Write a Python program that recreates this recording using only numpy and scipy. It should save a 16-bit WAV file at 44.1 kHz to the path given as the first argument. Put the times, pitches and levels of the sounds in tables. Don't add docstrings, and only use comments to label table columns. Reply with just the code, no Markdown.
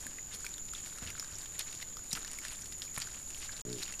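import sys
import numpy as np
from scipy import signal
from scipy.fft import rfft, irfft, next_fast_len
from scipy.io import wavfile
from scipy.ndimage import uniform_filter1d

SR = 44100
rng = np.random.default_rng(int(sys.argv[2]) if len(sys.argv) > 2 else 0)


def to_wav(sig):
    pcm = np.clip(np.atleast_2d(sig), -1, 1) * 32767
    pcm = np.round(pcm).astype(np.int16)
    wavfile.write(sys.argv[1], SR, pcm.T)


N = 176400
T = np.arange(N) / SR
DROPOUT_START_S, DROPOUT_END_S = 3.617, 3.651
CUTOFF_HZ = 14350
SPLINTER_DECAY_S = .0035


def from_db(db):
    return 10 ** (np.asarray(db) / 20)


def unit_rms(x):
    return x / np.sqrt(np.mean(x ** 2) + 1e-20)


def burst(x, length_s=.01):
    return x * np.sqrt(length_s * SR / (np.sum(x ** 2) + 1e-20))


def add(out, start_s, x):
    i = int(np.clip(start_s * SR, 0, N - 1))
    out[i:i + len(x)] += x[:N - i]


def curves(rows):
    times_s, *columns = np.transpose(rows)
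    return [np.interp(T, times_s, column) for column in columns]


def colour(x, spectrum):
    size = 2 * next_fast_len(len(x))
    hz, db = np.transpose(spectrum)
    gain_db = np.interp(np.log(np.fft.rfftfreq(size, 1 / SR) + 1), np.log(hz), db)
    cepstrum = irfft(np.log(from_db(gain_db)))
    cepstrum[1:size // 2] *= 2
    cepstrum[size // 2 + 1:] = 0
    return irfft(rfft(x, size) * np.exp(rfft(cepstrum)))[:len(x)]


def resonate(x, hz, width_hz):
    r = np.exp(-np.pi * width_hz / SR)
    zeros = np.array([1, 0, -1]) * (1 - r * r) / 2
    poles = [1, -2 * r * np.cos(2 * np.pi * hz / SR), r * r]
    return signal.lfilter(zeros, poles, x + 1e-18)


def glide(x, hz, width_hz):
    r = np.exp(-np.pi * width_hz / SR)
    phasor = np.exp(2j * np.pi * np.cumsum(hz) / SR)
    return 2 * np.real(phasor * signal.lfilter([1 - r], [1, -r], x / phasor + 1e-18))


def clicks(per_s, spread_db, size):
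    heights = from_db(spread_db * np.minimum(rng.exponential(1, size), 4.5))
    signs = rng.choice([-1, 1], size)
    return heights * signs * (rng.random(size) < per_s / SR)


def crackle(levels, spectrum, per_s, spread_db, t60_cycles, count=24, clump_db=3, clump_s=.025):
    grains = clicks(per_s, spread_db, N)
    pitch_index = rng.integers(0, count, N)
    knots_s = np.arange(0, T[-1] + clump_s, clump_s)
    grains *= from_db(clump_db * np.interp(T, knots_s, rng.standard_normal(N)[:len(knots_s)]))
    pitches_hz = np.geomspace(spectrum[0][0], spectrum[-1][0], count)
    q = np.pi * t60_cycles / np.log(1000)
    rings = sum(resonate(grains * (pitch_index == k), hz, hz / q) for k, hz in enumerate(pitches_hz))
    return from_db(curves(levels)[0]) * unit_rms(colour(rings, spectrum))


def night_air():
    # f/Hz, gain/dB
    spectrum = [(20, 4.5), (40, -3), (80, -6.5), (160, -11), (320, -15.5), (700, -22), (1500, -24),
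                (3000, -26.5), (6000, -29), (10000, -28.5), (14500, -27)]
    return from_db(-51) * unit_rms(colour(rng.standard_normal(N), spectrum))


def insects(wingbeat_hz=42, throb_depth=.063):
    # carrier f/Hz, line width/Hz, level/dB
    carriers = [(6780, 94, -55.5), (6850, 40, -54.5), (6983, 56, -57.5), (7050, 45, -60), (7150, 26, -57.5),
                (7240, 34, -55.5)]

    def band(hz, width_hz):
        return unit_rms(resonate(resonate(rng.standard_normal(N), hz, width_hz), hz, width_hz))

    out = from_db(-50.5) * band(hz=6927, width_hz=500)
    for hz, width_hz, db in carriers:
        beats = wingbeat_hz * rng.uniform(.96, 1) * T + rng.random()
        throb = 1 + throb_depth * np.sin(2 * np.pi * beats)
        out += from_db(db) * band(hz, width_hz) * throb
    return out


def mud():
    # t/s, relative level/dB
    levels = [(0, -53.5), (.12, -51.5), (.22, -60), (.29, -56.5), (.34, -52), (.52, -52), (.65, -67),
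              (.78, -52), (1.1, -50), (1.28, -52), (1.5, -53), (1.7, -47.5), (1.9, -57.5), (2.07, -58.5),
              (2.2, -50.5), (2.53, -50.5), (2.76, -55.5), (2.92, -56), (3.05, -51), (3.25, -55),
              (3.42, -50), (3.6, -47.5), (3.68, -52), (3.76, -51.5), (3.86, -47.5), (4, -56)]
    # f/Hz, gain/dB
    spectrum = [(500, -5.5), (900, -3.5), (1600, 3), (2600, -0.5), (4000, 1), (6000, -1), (8000, 0)]
    return from_db(-4) * crackle(levels, spectrum, per_s=1000, spread_db=2.5, t60_cycles=9.5)


def leaf_litter():
    # t/s, relative level/dB
    levels = [(0, -49), (.26, -63), (.35, -52.5), (.5, -59), (.62, -59), (.76, -54.5), (1.09, -54.5),
              (1.3, -57), (1.42, -53.5), (1.53, -55.5), (1.8, -54), (2.01, -66), (2.15, -43), (2.25, -64),
              (2.45, -52), (2.7, -53.5), (2.9, -53.5), (3.03, -54), (3.22, -56), (3.33, -52.5), (3.69, -56),
              (3.81, -55), (4, -59)]
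    # f/Hz, gain/dB
    spectrum = [(4000, -2), (6000, -0.5), (8500, 6.5), (10500, 5.5), (12500, -2), (15000, -6)]
    return from_db(-3) * crackle(levels, spectrum, per_s=760, spread_db=1.5, t60_cycles=9)


def thuds(shove=28):
    # t/s, level/dB, decay/s, corner f/Hz
    steps = [(.06, -51.5, 0.017, 274), (.34, -53, 0.033, 95.5), (1.022, -47, 0.0053, 370),
             (1.026, -47, 0.077, 112), (1.33, -55, 0.042, 141), (2.1329, -43, 0.0076, 234),
             (2.165, -60.5, 0.11, 453), (2.9765, -42.5, 0.007, 213.5)]
    out, t = np.zeros(N), T[:SR // 3]
    for start_s, db, decay_s, hz in steps:
        ground = [(hz / 5, -14), (hz / 2, 0), (hz * 1.16, 0),
                  (hz * 1.13, -11), (hz * 4.4, -17), (hz * 8, -36)]
        crumble = rng.standard_normal(len(t)) * np.exp(-t / decay_s)
        thud = colour(shove * (t == 0) + crumble, ground)
        add(out, start_s, from_db(db) * burst(thud, decay_s))
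    return out


def snaps(rise_s=.00076, decay_s=.0005, patchy_db=4, push_s=.002, pop_q=13, mud_damping_hz=75):
    # t/s, crack level/dB, pop f/Hz, pop level/dB
    breaks = [(0.067, -39.5, 1650, -47), (0.185, -52, 2060, -47), (0.347, -44, 3000, -68),
              (0.445, -44.5, 1520, -48), (.450, -45, 2700, -72), (0.465, -38, 2320, -44),
              (.540, -46, 3850, -50), (.581, -44.5, 3560, -58), (0.735, -43.5, 1240, -49.5),
              (0.75, -54, 3440, -44.5), (0.782, -55, 3200, -55), (0.861, -47.5, 2250, -52.5),
              (0.926, -62, 1580, -56), (0.985, -47, 1330, -53), (1.074, -46.5, 2850, -48),
              (1.103, -44, 2510, -48), (1.129, -60, 1600, -59), (1.152, -64, 1510, -50.5),
              (1.178, -58, 1700, -52), (1.197, -42.5, 5220, -40.5), (1.226, -50, 1330, -52.5),
              (1.244, -49.5, 1500, -55), (1.355, -68, 5700, -48), (1.385, -55, 7400, -44),
              (1.401, -64, 9450, -58), (1.459, -45, 3470, -54), (1.727, -49, 8900, -51),
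              (1.826, -44, 2110, -45), (1.8265, -52, 4070, -46.5), (1.969, -46, 1250, -51),
              (1.992, -50, 1460, -55.5), (2.040, -58, 9000, -52.5), (2.113, -50, 3900, -45),
              (2.120, -44, 7500, -54), (2.131, -36.5, 5400, -41), (2.170, -53, 1320, -48.5),
              (2.229, -60, 8600, -56), (2.247, -45, 1770, -49), (2.278, -45, 2930, -54),
              (2.387, -41, 2180, -47), (2.451, -44.5, 1690, -46), (2.483, -42.5, 4540, -58),
              (2.603, -64, 8950, -53), (2.612, -65, 9750, -50), (2.621, -48, 6130, -51),
              (2.658, -45.5, 8000, -65), (2.724, -45, 3840, -56), (2.782, -57, 8950, -52),
              (2.824, -45, 3650, -53), (2.878, -54, 2330, -54), (2.954, -47, 1800, -59),
              (3.0192, -43, 4400, -43), (3.072, -48.5, 1470, -50), (3.304, -50.5, 7160, -45.5),
              (3.346, -46, 2950, -50), (3.492, -56, 1590, -45.5), (3.609, -50, 7550, -49),
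              (3.729, -39, 3760, -51), (3.828, -39.5, 3870, -46), (3.8325, -37.5, 4640, -44.5),
              (3.8614, -54, 2700, -51), (3.880, -50, 3000, -53), (3.924, -44, 1960, -51.5),
              (3.939, -55, 2700, -48.5), (3.9939, -41.5, 2960, -48)]
    # f/Hz, gain/dB
    crack_spectrum = [(300, -13), (900, -7.5), (1800, -3.5), (5000, 2.5), (9000, 1), (12000, -8),
                      (15000, 1)]
    out, t = np.zeros(N), T[:SR // 20]
    spike = t == 0
    rise = 1 - np.exp(-t / rise_s)
    breaking = rise * (np.exp(-t / decay_s) + from_db(-13) * np.exp(-t / SPLINTER_DECAY_S))
    for start_s, crack_db, hz, pop_db in breaks:
        crack_noise, push_noise = rng.standard_normal((2, len(t)))
        spectrum = [(f, db + patchy_db * rng.standard_normal()) for f, db in crack_spectrum]
        crack = colour(1.04 * spike + crack_noise * breaking, spectrum)
        push = spike + .18 * push_noise * np.exp(-t / push_s)
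        ring = resonate(push, hz, hz / pop_q + mud_damping_hz)
        pop = resonate(ring, hz, hz * .81)
        add(out, start_s, from_db(crack_db) * burst(crack) + from_db(pop_db) * burst(pop))
    return out


def squelches(count=12, cells_per_s=3000, spread_db=3.5, q=2.35):
    # t/s, length/s, level/dB, centre f/Hz
    squeezes = [(0.31, 0.057, -51, 3700), (0.44, 0.037, -55, 3440), (0.68, 0.013, -52, 4630),
                (0.727, 0.087, -55, 4440), (0.839, 0.064, -54, 8600), (1.01, 0.043, -51.5, 2880),
                (1.059, 0.05, -49.5, 3220), (1.143, 0.16, -66, 2150), (1.589, 0.028, -41.5, 4360),
                (1.661, 0.041, -54, 3100), (1.811, 0.022, -48.5, 4200), (2.15, 0.036, -45.5, 2340),
                (2.153, 0.017, -50, 9000), (2.419, 0.063, -50, 2930), (2.503, 0.039, -51, 2550),
                (2.814, 0.052, -52, 9100), (2.98, 0.069, -52.5, 2580), (3.011, 0.017, -43.5, 4300),
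                (3.407, 0.069, -48.5, 4340), (3.772, 0.046, -49.5, 5350), (3.816, 0.02, -44, 4400),
                (3.876, 0.034, -51, 2930)]
    out, t = np.zeros(N), T[:SR // 4]
    octaves = .72 * np.linspace(-1.5, 1, count)
    for start_s, length_s, db, centre_hz in squeezes:
        swell = np.sqrt(np.abs(np.sin(np.pi * t / length_s))) * (t < length_s)
        cells = np.zeros(len(t))
        for hz in np.minimum(centre_hz * 2 ** octaves, CUTOFF_HZ):
            grains = clicks(cells_per_s / count, spread_db, len(t)) * swell
            cells += resonate(grains, hz, hz / q) / np.sqrt(hz)
        add(out, start_s, from_db(db) * burst(cells, length_s))
    return out


def twigs(fracture=4.8, edge_db=-13):
    # t/s, level/dB, lower f/Hz, upper f/Hz, decay/s
    breaks = [(.491, -49, 6000, 9550, .0003), (1.592, -39.5, 4800, 12500, .0005),
              (1.594, -36.5, 3020, 10500, 0.0011), (2.1297, -35, 5100, 8700, .0014),
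              (2.152, -41.5, 2450, 5200, 0.00058), (2.315, -45, 7300, 9500, .0004),
              (2.333, -44.5, 5450, 9900, 0.00026), (2.8197, -40.5, 3270, 5250, 0.0012),
              (2.964, -46, 1200, 5800, 0.00017), (2.976, -39, 1060, 2330, 0.0045),
              (2.978, -45, 7500, 10300, .001), (2.9826, -40, 6500, 11200, .0011),
              (3.0017, -43.5, 6400, 9100, 0.00054), (3.0266, -45, 2600, 8000, .001),
              (3.19, -53, 6500, 9500, .0003)]
    out, t = np.zeros(N), T[:SR // 20]
    splinter = from_db(-12) * np.exp(-t / SPLINTER_DECAY_S)
    for start_s, db, low_hz, high_hz, decay_s in breaks:
        tear = rng.standard_normal(len(t)) * (np.exp(-t / decay_s) + splinter)
        wood = [(low_hz / 5, -26), (low_hz * .7, edge_db), (low_hz, 0),
                (high_hz, 0), (high_hz * 1.2, edge_db), (high_hz * 4, -21)]
        crack = colour(fracture * (t == 0) + tear, wood)
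        add(out, start_s, from_db(db) * burst(crack))
    return out


def grunt(lead_s=.00812, fade_s=.008, jitter=.008, shimmer=.13, rasp=.008):
    # t/s, pulse f/Hz, relative level/dB
    contour = [(3.654, 60.14, -44), (3.687, 61.06, -39), (3.729, 61.43, -41), (3.776, 55.8, -44),
               (3.807, 55, -49.5), (3.825, 56, -68)]
    # f/Hz, width/Hz, gain/dB
    throat = [(123, 43, 1), (188, 70, -.5), (255, 44, 1), (298, 53, -.5), (369, 35, 2), (423, 27, 3),
              (638, 42, -8)]
    chest_fade_start_s, chest_loss_db_per_s = 3.73, 124
    pulse_hz, level_db = curves(contour)
    voiced = T > DROPOUT_END_S - lead_s
    wobble = unit_rms(uniform_filter1d(rng.standard_normal(N), SR // 60))
    cycles = np.cumsum(pulse_hz * (1 + jitter * wobble) * voiced) / SR
    pulses = -np.diff(np.ceil(cycles), prepend=0) * (1 + shimmer * rng.standard_normal(N))
    pulses += rasp * rng.standard_normal(N) * voiced
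    chest = from_db(-chest_loss_db_per_s * np.maximum(T - chest_fade_start_s, 0))
    sag = (pulse_hz / pulse_hz.max()) ** .78
    voice = np.zeros(N)
    for k, (hz, width_hz, db) in enumerate(throat):
        ring = (-1) ** k * from_db(db) * glide(pulses, hz * sag, width_hz)
        voice += ring * (chest if k < 3 else 1)
    voice = signal.sosfilt(signal.butter(3, [90, 620], "band", fs=SR, output="sos"), voice)
    voice /= np.sqrt(np.abs(uniform_filter1d(voice ** 2, SR // 30)) + 1e-14)
    end_s = contour[-1][0]
    fade = np.clip((end_s + fade_s - T) / fade_s, 0, 1)
    return voice * from_db(level_db - 3.5) * fade


def forest(x, t60_s=.2):
    t = T[:SR // 2]
    echoes = clicks(per_s=3000, spread_db=3.6, size=len(t)) * from_db(-60 * t / t60_s)
    tail = colour(echoes, [(200, 3), (2000, -6), (6000, 2.5), (14000, -8.5)])
    return signal.fftconvolve(x, burst(tail, 1 / SR))[:N]


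def scene():
    # f/Hz, gain/dB
    distance = [(8000, 0), (10500, 0), (12500, -2), (14500, -5.5)]
    boar = mud() + leaf_litter() + twigs() + snaps() + squelches() + thuds() + grunt()
    boar = colour(boar, distance)
    return (night_air() + boar + from_db(-14.5) * forest(boar) + insects())[None]


def record(dry):
    audible = (T < DROPOUT_START_S) | (T > DROPOUT_END_S)
    lowpass = signal.ellip(10, .2, 70, CUTOFF_HZ, fs=SR, output="sos")
    return signal.sosfilt(lowpass, dry * audible + 1e-18)


dry = scene()
out = record(dry)
to_wav(out)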